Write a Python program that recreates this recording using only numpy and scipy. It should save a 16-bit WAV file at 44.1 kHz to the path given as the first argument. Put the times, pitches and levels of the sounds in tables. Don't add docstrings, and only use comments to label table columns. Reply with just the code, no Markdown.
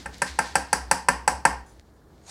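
import sys
import numpy as np
from scipy import signal
from scipy.fft import rfft, irfft, next_fast_len
from scipy.io import wavfile
from scipy.ndimage import uniform_filter1d, map_coordinates

SR = 44100
rng = np.random.default_rng(int(sys.argv[2]) if len(sys.argv) > 2 else 0)


def transcribe(signal):
    frames = np.atleast_2d(signal).T
    limited = np.clip(frames, -1, 1)
    pcm = np.round(limited * 32767).astype(np.int16)
    wavfile.write(sys.argv[1], SR, pcm)


def boost(x):
    u = np.asarray(x, float) / 20
    return 10 ** u


N = 101429


def unit(x):
    return x / np.sqrt(np.mean(x ** 2) + 1e-20)


def along(points, hz):
    f, v = np.transpose(points)
    return np.interp(np.log(hz + 1), np.log(f + 1), v)


def curve(rows):
    s, db = np.transpose(rows)
    return boost(np.interp(np.arange(N) / SR, s, db))


def filtered(x, response):
    m = next_fast_len(len(x) + 8192)
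    return irfft(rfft(x, m) * response(np.fft.rfftfreq(m, 1 / SR)), m)[:len(x)]


def hiss(spectrum, size):
    return unit(filtered(rng.standard_normal(size), lambda hz: boost(along(spectrum, hz))))


def wobble(rate):
    knots = rng.standard_normal(int(N * rate / SR) + 4)
    return map_coordinates(knots, [np.arange(N) * rate / SR])


def ring(t, hz, db, t60, rise):
    decay = boost(db[:, None] - 60 * t / t60[:, None])
    modes = decay * np.sin(2 * np.pi * hz[:, None] * t)
    return modes.sum(0) * (1 - np.exp(-(t / rise) ** 2))


def add(track, x, s):
    part = track[max(round(s * SR), 0):][:len(x)]
    part += x[:len(part)]


# start_s, level_db, pitch_hz (cup note), rim_level_db, note_level_db
TAPS = [
    (0.0582, -17, 833, -14, -5),
    (0.2186, -5, 952, -8, -2.5),
    (0.3886, -5, 878, -8, 3),
    (0.5543, -2.5, 812, -6.5, 0.9),
    (0.729, -4.5, 850, -3, 2.7),
    (0.9122, -2.2, 884, -4, 1.6),
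    (1.0854, -0.47, 982, -9, 3.1),
    (1.2770, -3.5, 850, -5.5, 3.5),
    (1.4517, 0.7, 908, -10, 1.84),
]
# frequency_hz, level_db (per Hz)
WASH = [(300, -22), (1200, -4), (2600, -11.5), (3500, -16), (5200, 1), (6900, -6.5), (9300, -3),
        (16000, -30)]
WALLS_DB, WALLS_DELAY_S, WASH_DB = -3.5, 0.003, 23
MIC_LOW_HZ = 430


def taps():
    out, t = np.zeros(N), np.arange(SR // 4) / SR
    for s, db, note_hz, rim_db, note_db in TAPS:
        near, far = pan(t, note_hz, rim_db, note_db)
        near = filtered(near, lambda f: (1j * f / (MIC_LOW_HZ + 1j * f)) ** 2)
        direct = near + crack(t, rim_db) + worktop(t)
        wash = boost(WASH_DB + rim_db) * filtered(walls(), lambda hz: boost(along(WASH, hz)))
        echo = boost(WALLS_DB) * signal.fftconvolve(far, walls())
        gain = boost(db - 10)
        add(out, gain * direct, s)
        add(out, gain * wash, s + WALLS_DELAY_S)
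        add(out, gain * echo, s + WALLS_DELAY_S)
    return out


# frequency_hz, level_db, t60_s
CUP = [(562.7, -1.5, 0.042), (614, -13, 0.016), (837, -3.5, 0.038), (918, -10, 0.032), (1158, -1.5, 0.016),
       (1347.5, -2, 0.049), (1590, -0.5, 0.063), (1767.6, -1.5, 0.054), (2049, -7.5, 0.048),
       (2264, -12.5, 0.054), (2536, -6.5, 0.034), (2670, -10.5, 0.031)]
# frequency_hz, level_db, t60_s
RIM = [(4320, -8, 0.046), (4660, -6, 0.085), (4770, -5.5, 0.055), (5730, -6.5, 0.099), (6320, -12, .03),
       (7265, -8, 0.09), (8010, 2, 0.056), (8090, -7.5, 0.0067), (8500, 9, 0.011), (9485, -4.5, .03),
       (9635, -5, 0.047), (9970, 2.5, 0.024), (10800, -27, .03), (10840, -14.5, 0.027)]
NOTE_DB, NOTE_T60_S = 6, 0.03
CUP_RISE_S, RIM_RISE_S, RIM_T60_MAX_S = 0.00045, 0.00083, 0.035
SCATTER_DB = 1.2
FAR_SHORTER = 0.38


def pan(t, note_hz, rim_db, note_db):
    cup_hz, cup_db, cup_t60 = np.transpose(CUP)
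    rim_hz, rim_mode_db, rim_t60 = np.transpose(RIM)
    cup_db = cup_db + SCATTER_DB * rng.standard_normal(len(cup_hz))
    cup_db = np.append(cup_db, NOTE_DB + note_db)
    cup_hz, cup_t60 = np.append(cup_hz, note_hz), np.append(cup_t60, NOTE_T60_S)
    rim_mode_db = rim_mode_db + rim_db + SCATTER_DB * rng.standard_normal(len(rim_hz))
    rim_t60 = np.minimum(rim_t60, RIM_T60_MAX_S)
    rings = []
    for k in (1, FAR_SHORTER):
        rim = ring(t, rim_hz, rim_mode_db, rim_t60 * k, RIM_RISE_S)
        cup = ring(t, cup_hz, cup_db, cup_t60 * k, CUP_RISE_S)
        rings.append(rim - cup)
    return rings


# frequency_hz, level_db (per Hz)
CRACK = [(300, -41.5), (2500, -10.5), (3500, -14.5), (5500, 5.5), (7000, -1), (9000, -1.5), (11500, -9.5),
         (16000, -17.5)]
CRACK_DB, CRACK_T60_S = -1.6, 0.038


def crack(t, rim_db):
    decay = boost(CRACK_DB + rim_db - 60 * t / CRACK_T60_S)
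    return decay * hiss(CRACK, size=len(t)) * (1 - np.exp(-t / RIM_RISE_S))


# frequency_hz, level_db, t60_s
WORKTOP = [(165.1, -5.5, 0.07), (187.7, -20.5, 0.26), (257.6, -23, 0.29), (291, -29, .2),
           (356.5, -35, 0.04)]
WORKTOP_RISE_S, WORKTOP_DRIFT = 0.011, 0.03


def worktop(t):
    hz, db, t60 = np.transpose(WORKTOP)
    drift = 1 + WORKTOP_DRIFT * rng.standard_normal(len(hz))
    return ring(t, hz * drift, db, t60, WORKTOP_RISE_S)


# frequency_hz, t60_s
WALLS = [(100, 1), (260, 0.11), (700, 0.36), (1840, 0.37), (4850, 0.35), (9000, 0.26), (14000, 0.24)]
WALLS_RISE_S = 0.0027


def walls():
    hz, t, z = signal.stft(rng.standard_normal(SR // 2), SR, nperseg=256)
    decay = boost(-60 * t / along(WALLS, hz)[:, None])
    tail = signal.istft(z * decay, SR, nperseg=256)[1]
    tail = tail * (1 - np.exp(-np.arange(len(tail)) / SR / WALLS_RISE_S))
    return tail / np.linalg.norm(tail)


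# start_s, level_db, t60_s
TINKS = [
    (.1391, -75, 0.018),
    (1.661, -70.5, 0.46),
    (1.692, -70, 0.18),
    (1.937, -84, .25),
]
# frequency_hz, level_db
TINK = [(3310, -10), (6085, 1.5), (6955, 1.5), (7705, -5), (9505, 4), (10510, -11)]


def tinks():
    out, t = np.zeros(N), np.arange(SR // 4) / SR
    hz, level = np.transpose(TINK)
    for s, db, t60 in TINKS:
        noise = rng.standard_normal((len(hz), len(t)))
        shake = signal.hilbert(uniform_filter1d(noise, size=100, axis=1))
        waver = 1 + unit(shake.real) + 1j * unit(shake.imag)
        gains = boost(level + rng.standard_normal(len(hz)))[:, None]
        modes = gains * np.real(waver * np.exp(2j * np.pi * hz[:, None] * t))
        add(out, boost(db - 60 * t / t60) * modes.sum(0), s)
    return out


# start_s, level_db
TICKS = [
    (.1828, -36),
    (.264, -36),
    (1.697, -54),
    (1.715, -57),
]


def ticks():
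    out, t = np.zeros(N), np.arange(SR // 4) / SR
    for s, db in TICKS:
        decay = boost(db - 60 * t / 0.003)
        add(out, decay * hiss(CRACK, size=len(t)), s)
    return out


GRAINS_PER_S, GRAIN_SPREAD_DB = 1200, 2.5


def grainy():
    hits = rng.random(N) < GRAINS_PER_S / SR
    sizes = boost(GRAIN_SPREAD_DB * rng.exponential(size=N))
    grains = hits * sizes * rng.standard_normal(N)
    return unit(grains) * 0.6 + rng.standard_normal(N)


# time_s, level_db
SLIDE = [(0, -47.5), (.12, -60), (.14, -48.5), (.21, -54.5), (.255, -50), (.275, -37.5), (.33, -48),
         (.38, -51), (.46, -43), (.54, -49), (.7, -57.5), (1.6, -74.5), (1.72, -66), (1.9, -71.5),
         (2.08, -73.5), (2.16, -67), (2.2, -68.5), (2.3, -66)]
# frequency_hz, level_db (per Hz)
FOOD = [(880, -27), (1500, -8.5), (2230, -4), (2510, -9.5), (4330, -4.5), (7320, -11.5), (11000, -24.5),
        (16000, -42)]


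def food():
    sway = boost(1.5 * wobble(30))
    return curve(SLIDE) * sway * unit(filtered(grainy(), lambda hz: boost(along(FOOD, hz))))


# time_s, level_db
BRUSH = [(2.15, -100), (2.22, -72), (2.25, -62), (2.278, -47.5), (2.3, -41)]
# frequency_hz, width_hz, level_db
TUB = [(750, 180, -1.5), (2420, 900, -12), (4200, 1200, -8), (6800, 450, -1.5), (8240, 600, -7.5),
       (10500, 2100, -14.5)]
TUB_WIDTH_MIN_HZ, TUB_TOP_HZ = 500, 11500


def tub_response(f):
    body = 0
    for k, (centre, width, db) in enumerate(TUB):
        width = max(width, min(TUB_WIDTH_MIN_HZ, centre / 3))
        mode = 1j * f * width / (centre * centre - f * f + 1j * f * width)
        body = body + (-1) ** k * boost(db) * mode
    return body / (1 + (f / TUB_TOP_HZ) ** 6)


def brush():
    sway = boost(1.5 * wobble(150))
    return curve(BRUSH) * sway * unit(filtered(grainy(), tub_response))


# time_s, level_db
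HUM = [(0, -75), (.06, -43), (.28, -56), (.31, -41), (.5, -50.5), (.63, -41.5), (.7, -55), (.81, -38),
       (1.06, -52), (1.16, -40), (1.29, -49), (1.35, -36), (1.46, -52), (1.52, -38.5), (1.62, -43),
       (1.66, -58), (1.8, -50), (1.85, -67)]
HUM_PITCH_HZ, HUM_WANDER = 62.9, 0.065


def hum():
    hz = HUM_PITCH_HZ * (1 + HUM_WANDER * wobble(25))
    return np.sqrt(2) * curve(HUM) * np.sin(2 * np.pi * np.cumsum(hz) / SR)


# frequency_hz, level_db (per Hz)
AIR = [(15, -54), (25, -17), (60, 1.5), (118, -5), (330, -7.5), (1780, -25), (2400, -45), (7710, -39.5),
       (16500, -42.5)]
# time_s, gain_db
GATE = [(0, 15), (.3, 7), (1.62, 9.5), (1.65, 9), (1.8, 5), (1.83, 4.4), (2.3, 5)]
AIR_DB, AIR_SWAY_DB = -60, 1.2


def air():
    return boost(AIR_DB + AIR_SWAY_DB * wobble(11)) * curve(GATE) * hiss(AIR, size=N)


def scene():
    return (taps() + tinks() + ticks() + food() + brush() + hum() + air())[None]


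def top_cut(x):
    return signal.sosfilt(signal.butter(12, 16820, fs=SR, output="sos"), x)


def record(dry):
    soft = dry[0] / (1 + np.abs(dry[0] / 1.6) ** 6) ** (1 / 6)
    mix = filtered(soft, lambda hz: 1 / (1 + (hz / 16300) ** 60))[None]
    return top_cut(mix)


dry = scene()
out = record(dry)
transcribe(out)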